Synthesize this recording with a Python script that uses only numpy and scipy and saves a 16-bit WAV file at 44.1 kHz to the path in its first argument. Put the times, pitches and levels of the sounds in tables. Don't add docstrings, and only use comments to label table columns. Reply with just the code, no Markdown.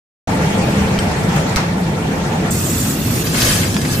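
import sys
import numpy as np
from scipy import signal
from scipy.io import wavfile

SR = 44100
rng = np.random.default_rng(int(sys.argv[2]) if len(sys.argv) > 2 else 0)


def dump(signal):
    limited = np.clip(np.atleast_2d(signal).T, -1, 1)
    pcm = np.round(limited * 32767).astype(np.int16)
    wavfile.write(sys.argv[1], SR, pcm)


N = 176400
T = np.arange(N) / SR
BURNER_ON_S, POUR_ON_S, RAKE_ON_S = 0.2724, 2.505, 3.23
CUTOFF_HZ = 15700

# t/s, frame thud/dB, burner dip/dB
JOLTS = [(0.986, -11, 3), (1.56, -5.5, 3.5)]
# f/Hz, correlation
SHOP_CORRELATION = [(60, 1), (150, 0.99), (280, 0.92), (550, 0.64), (1000, 0.13), (2000, -0.25),
                    (4000, -0.057), (12000, -0.025)]
HEAP_CORRELATION = [(60, .99), (150, 0.99), (280, 0.91), (550, 0.64), (1000, 0.11), (2000, 0.22),
                    (4000, 0.38), (12000, 0.35)]


def from_db(db):
    return 10 ** (np.asarray(db) / 20)


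def unit_rms(x):
    return x / np.sqrt(np.mean(x ** 2) + 1e-20)


def gain_curve(rows):
    return from_db(np.interp(T, *np.transpose(rows)))


def at_hz(rows, hz):
    freqs_hz, values = np.transpose(rows)
    return np.interp(np.log(hz), np.log(freqs_hz), values)


def after(t_s):
    return np.clip((T - t_s) / .003, 0, 1)


def pan(left_db):
    return from_db(np.array([[left_db], [-left_db]]) / 2)


def drift(rate_hz):
    step = 40
    pole = np.exp(-2 * np.pi * rate_hz * step / SR)
    slow = signal.lfilter([1], [1, -2 * pole, pole * pole], rng.standard_normal(N // step + 2002))[2000:]
    return np.interp(np.arange(N) / step, np.arange(len(slow)), unit_rms(slow))


def ring(drive, hz, t60_s):
    r, w = np.exp(-np.log(1000) / (t60_s * SR)), 2 * np.pi * min(hz, SR / 2) / SR
    return signal.lfilter([0, np.sin(w)], [1, -2 * r * np.cos(w), r * r], drive + 1e-18)


def clicks(t_s, db):
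    return np.bincount((np.atleast_1d(t_s) * SR).astype(int), np.atleast_1d(from_db(db)), N)[:N]


def decay(hits, t60_s):
    pole = np.exp(-2 * np.log(1000) / (t60_s * SR))
    return np.sqrt(signal.lfilter([1], [1, -pole], hits ** 2 + 1e-18))


def butter(x, order, hz, kind):
    return signal.sosfilt(signal.butter(order, hz, kind, fs=SR, output="sos"), x)


def stereo(pair, correlation):
    correlation = np.clip(correlation, -.999, .999)
    return np.sqrt(1 + correlation) * pair[0] + np.sqrt(1 - correlation) * pair[1] * [[1], [-1]]


def banded_noise(spectrum, correlation, flicker_db=0):
    out, edges_hz = 0, 22 * 2 ** (np.arange(30) / 3)
    white = rng.standard_normal((2, 2, N))
    for k, (low, high) in enumerate(zip(edges_hz, edges_hz[1:])):
        hz, flicker = np.sqrt(low * high), drift(14.4)
        if high > spectrum[0][0] and low < spectrum[-1][0]:
            band = stereo(butter(white[k % 2], 2, [low, high], "band"), at_hz(correlation, hz))
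            out = out + from_db(at_hz(spectrum, hz) + flicker_db * flicker) * band
    return unit_rms(out)


def comb_colour(x):
    out, upper = x.copy(), butter(x, 2, 920, "high")
    delays_s = rng.uniform(.001, .007, 10)
    for k, lag in enumerate((delays_s * SR).astype(int)):
        out[k % 2, lag:] += from_db(-11.5) * upper[k % 2, :-lag]
    return out


def flames():
    # t/s, level/dB
    roar_levels = [(.3, -17.5), (1.0, -17.5), (1.35, -18), (1.7, -21), (2.2, -19.5), (2.5, -19.5)]
    # f/Hz, density/dB
    spectrum = [(25, -45), (44, -15.5), (65, -7.5), (125, -3.5), (175, -5.5), (220, -6), (260, -9.5),
                (330, -10), (410, -16.5), (600, -14), (800, -14), (1050, -21.5), (1400, -40), (2200, -27)]
    # f/Hz, width/Hz, level/dB
    resonances = [(198.6, 8.7, -25), (444, 23, -31.5), (515.7, 13, -34.5), (790, 26, -39.5), (882, 44, -33)]
    gain = gain_curve(roar_levels)
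    roar = banded_noise(spectrum, SHOP_CORRELATION, flicker_db=2.5)
    tones = 0
    for hz, width_hz, db in resonances:
        pair = ring(rng.standard_normal((2, N)), hz, t60_s=np.log(1000) / (np.pi * width_hz))
        tones = tones + from_db(db) * unit_rms(stereo(pair, at_hz(SHOP_CORRELATION, hz)))
    return gain * roar + gain / gain.mean() * tones


def hum():
    # peak t/s, boost/dB, half width/s
    swells = [(.44, 7.8, 0.033), (1.33, 6.2, 0.061), (1.8, 7.3, 0.15)]
    boost_db = sum(db * np.exp(-((T - t_s) / half_s) ** 2) for t_s, db, half_s in swells)
    pitch_hz = 166.3 + 10.85 * drift(21.5)
    return from_db(-23 + boost_db) * np.sin(2 * np.pi * np.cumsum(pitch_hz) / SR)


def jets():
    # t/s, level/dB
    hiss_levels = [(.3, -26), (.6, -25), (.95, -25.5), (1.35, -26), (1.38, -23.5), (1.45, -27), (1.5, -25),
                   (1.75, -30), (2.1, -28.5), (2.5, -27.5)]
    # f/Hz, density/dB
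    spectrum = [(700, -58), (1200, 0.5), (1800, 0), (4500, -11), (7000, -11.5), (10000, -20), (13500, -23),
                (15500, -48)]
    hiss = banded_noise(spectrum, SHOP_CORRELATION, flicker_db=1.8)
    return gain_curve(hiss_levels) * unit_rms(comb_colour(hiss))


def burners():
    in_s, out_s = 0.014, 0.043
    dip_db = sum(db * np.exp(-np.maximum((t_s - T) / in_s, (T - t_s) / out_s)) for t_s, _, db in JOLTS)
    return (flames() + hum() + jets()) * from_db(-dip_db)


def press():
    # t/s, strike/dB, ping of the struck part f/Hz, level/dB, t60/s
    clanks = [(0.980, -18, 2310, -18.5, .025), (0.989, -7, 3110, -13.5, 0.024),
              (0.991, -11.5, 8102, -25, 0.093), (1.114, -14, 1040, -17.5, 0.032),
              (1.362, -10.5, 13900, -30, .02), (1.496, -15, 7250, -20, .014),
              (1.560, 2.5, 2220, -20, 0.036), (1.567, -3.5, 7800, -21, 0.021),
              (1.569, -7.5, 1290, -15, .045)]
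    # f/Hz, level re strike/dB, t60/s
    modes = [(1265, -26, 0.073), (2140, -32, .15), (2614, -30.5, 0.12), (4130, -28, .1), (4770, -21, 0.046),
             (5625, -24, 0.066), (6200, -25, 0.073), (7214, -26, 0.04)]
    # f/Hz, density/dB
    crack_spectrum = [(300, -10), (1500, -17), (4500, 9), (8000, -5), (10000, -4), (15000, -8)]
    echo_spectrum = [(200, -38), (900, 6), (2000, 3.5), (3200, -6.5), (5500, -6), (9000, -18), (15000, -28)]
    strike_s, strike_db = np.transpose(clanks)[:2]
    ringing = np.zeros((2, N))
    for hz, db, t60_s in modes:
        for side in range(2):
            jitter_s = rng.uniform(0, 0.45, len(strike_s)) / hz
            ringing[side] += ring(clicks(strike_s + jitter_s, strike_db + db), hz, t60_s)
    pings = sum(ring(clicks(t_s, db), hz, t60_s) for t_s, _, hz, db, t60_s in clanks)
    crack_gain = decay(clicks(strike_s, strike_db - 12.5), t60_s=.014)
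    echo_gain = decay(clicks(strike_s + 0.0078, strike_db - 20.5), t60_s=0.41)
    crack = crack_gain * banded_noise(crack_spectrum, SHOP_CORRELATION)
    echo = echo_gain * banded_noise(echo_spectrum, SHOP_CORRELATION)
    thuds = sum(ring(clicks(t_s, db), hz=56, t60_s=0.038) for t_s, db, _ in JOLTS)
    return ringing + pings + crack + echo + thuds


def plant():
    # f/Hz, density/dB
    spectrum = [(22, -33), (45, -19), (70, -6.5), (108, -2), (165, -2.5), (250, -6.5), (450, -16.5),
                (900, -24), (1800, -29.5), (3000, -82)]
    return from_db(-18) * banded_noise(spectrum, HEAP_CORRELATION, flicker_db=1.83) * after(POUR_ON_S)


def shards(spectrum, gate, per_s, spread_db, t60_s, low_hz):
    out, chance = np.zeros((2, N + SR)), np.cumsum(gate) / gate.sum()
    count = int(per_s * gate.sum() / SR)
    when, size, pitch, length, place, sign = rng.random((8000, 6))[:count].T
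    starts = np.searchsorted(chance, when)
    freqs_hz = (np.sqrt(low_hz) + pitch * (np.sqrt(CUTOFF_HZ) - np.sqrt(low_hz))) ** 2
    rings_s = np.minimum(t60_s * 2 ** (2 * length - 1) * np.sqrt(6000 / freqs_hz), .5)
    levels_db = at_hz(spectrum, freqs_hz) - spread_db * np.log(.03 + .97 * size)
    gains = np.sign(sign - .5) * from_db(levels_db) * freqs_hz ** .25 / np.sqrt(rings_s)
    for start, hz, ring_s, gain, side in zip(starts, freqs_hz, rings_s, gains, 2 * place - 1):
        ear_delay_s = .0002 * (1 + side * np.array([[-1], [1]]))
        t = np.maximum(T[:int(ring_s * SR) + 2] - ear_delay_s, 0)
        ping = np.sin(2 * np.pi * hz * t) * np.exp(-np.log(1000) * t / ring_s)
        out[:, start:start + t.shape[1]] += gain * pan(4 * side) * ping
    return unit_rms(out[:, :N]) * np.sqrt(gate.mean())


def jostled(pieces_hz, per_s, t60_s):
    out = 0
    for hz in pieces_hz:
        knocks = (rng.random(N) < per_s / SR) * rng.uniform(-0.75, 1, (2, N))
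        out = out + ring(knocks, hz, t60_s)
    return unit_rms(out)


def pour():
    # t/s, level/dB
    stream_levels = [(2.51, -31), (2.6, -30.5), (2.82, -28.5), (2.98, -31), (3.17, -27), (3.23, -28.5)]
    # f/Hz, density/dB
    spectrum = [(700, 4.5), (1400, 1), (4000, -3.5), (8800, -4), (10000, -8), (13500, -2), (15000, -4),
                (16000, -27)]
    sizzle_spectrum = [(4000, -15), (6000, -4), (7200, 2.5), (8700, 1.5), (10000, -12), (13500, -7),
                       (16000, -20)]
    pieces_hz = [6870, 7400, 9340, 13265]
    # peak t/s, level/dB, half width/s
    surges = [(2.515, -29, 0.027), (2.665, -27, 0.23), (2.802, -38, 0.027), (2.893, -30.5, 0.04)]
    gate = after(POUR_ON_S) - after(RAKE_ON_S)
    ticks = from_db(-0.5) * shards(spectrum, gate, per_s=5000, spread_db=0.5, t60_s=0.0042, low_hz=1140)
    tinkles = shards(spectrum, gate, per_s=2000, spread_db=3.2, t60_s=0.11, low_hz=2000)
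    wash = from_db(-5) * banded_noise(spectrum, HEAP_CORRELATION, flicker_db=1.5)
    pieces = from_db(-15) * jostled(pieces_hz, per_s=41, t60_s=0.23)
    stream = gain_curve(stream_levels) * (ticks + tinkles + wash + pieces)
    surge = sum(from_db(db) * np.exp(-((T - t_s) / half_s) ** 2) for t_s, db, half_s in surges)
    sizzle = surge * shards(sizzle_spectrum, gate, per_s=4500, spread_db=1, t60_s=0.05, low_hz=4050)
    return comb_colour(gate * (stream + sizzle)) * pan(-1.5)


def chinks():
    # t/s, f/Hz, level/dB, t60/s
    pieces = [(2.507, 7530, -21, 0.11), (2.507, 8400, -22, 0.075), (2.655, 7600, -28, 0.45),
              (2.702, 7680, -19.5, 0.09), (2.815, 7160, -16.5, 0.049), (3.268, 5600, -34, 0.15),
              (3.318, 7550, -28.5, 0.57), (3.461, 6330, -17, 0.065), (3.768, 4920, -28, 0.24)]
    return sum(ring(clicks(t_s, db), hz, t60_s) for t_s, hz, db, t60_s in pieces)


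def blade_bites(wash):
    # t/s, level/dB, cluster f/Hz, t60/s
    bites = [(3.269, -29, 1690, .06), (3.344, -22.5, 1530, 0.22), (3.419, -13, 3300, 0.054),
             (3.632, -22, 1900, 0.14), (3.743, -23.5, 4536, 0.061), (3.766, -16, 1410, 0.039),
             (3.815, -26.5, 3700, 0.077), (3.85, -22, 2230, 0.098)]
    out = 0
    for t_s, db, hz, t60_s in bites:
        cluster = butter(wash, 1, [hz / np.sqrt(2), hz * np.sqrt(2)], "band")
        out = out + decay(clicks(t_s, db), t60_s) * unit_rms(cluster)
    return out


def rake():
    # peak t/s, level/dB, rise/s, fall/s, splinters/dB
    strokes = [(3.27, -32, 0.044, 0.025, -29.5), (3.444, -19.5, .1, .19, -29),
               (3.945, -27.5, 0.06, 0.018, -42), (3.99, -49, .04, .04, -29.5)]
    # f/Hz, density/dB
    spectrum = [(350, -46), (600, 5), (997, -3), (1730, -0.5), (2540, -2), (4330, -3.5), (6450, -2.5),
                (13000, -9), (15100, -11), (16000, -45)]
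    splinter_spectrum = [(6000, -12), (9000, -11), (13000, 4), (15000, -3), (16000, -25)]
    pieces_hz = [1700, 2635, 3890, 4600, 4945, 5150, 6274, 7100]
    gate, settling_db = after(RAKE_ON_S), -31.5
    effort, sliding = 0, 0
    for t_s, db, rise_s, fall_s, splinters_db in strokes:
        stroke = np.exp(-np.maximum((t_s - T) / rise_s, (T - t_s) / fall_s) ** 2)
        effort = effort + from_db(db) * stroke
        sliding = sliding + from_db(splinters_db) * stroke
    crunch = from_db(-3.5) * shards(spectrum, gate, per_s=4000, spread_db=1, t60_s=0.0049, low_hz=787)
    jingle = shards(spectrum, gate, per_s=2400, spread_db=3, t60_s=0.1, low_hz=1000)
    wash = from_db(-3) * banded_noise(spectrum, HEAP_CORRELATION, flicker_db=1.5)
    pieces = from_db(-9.5) * jostled(pieces_hz, per_s=46, t60_s=0.057)
    splinters = shards(splinter_spectrum, gate, per_s=1700, spread_db=0, t60_s=0.054, low_hz=6960)
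    blade = from_db(-10) * unit_rms(stereo(ring(rng.standard_normal((2, N)), hz=500, t60_s=0.047), 1))
    rumble = unit_rms(ring(rng.standard_normal(N), hz=53.4, t60_s=0.15))
    heave = from_db(-27) * effort / effort.max() * rumble
    mass = np.hypot(effort, from_db(settling_db)) * (crunch + jingle + wash + pieces + blade)
    return (comb_colour(gate * (mass + sliding * splinters + heave)) + blade_bites(wash)) * pan(0.74)


def scene():
    shop = (burners() + press()) * (after(BURNER_ON_S) - after(POUR_ON_S))
    return shop + plant() + pour() + rake() + chinks()


def record(dry):
    return signal.sosfilt(signal.cheby2(16, 70, CUTOFF_HZ, fs=SR, output="sos"), np.clip(dry, -1, 1))


dry = scene()
out = record(dry)
dump(out)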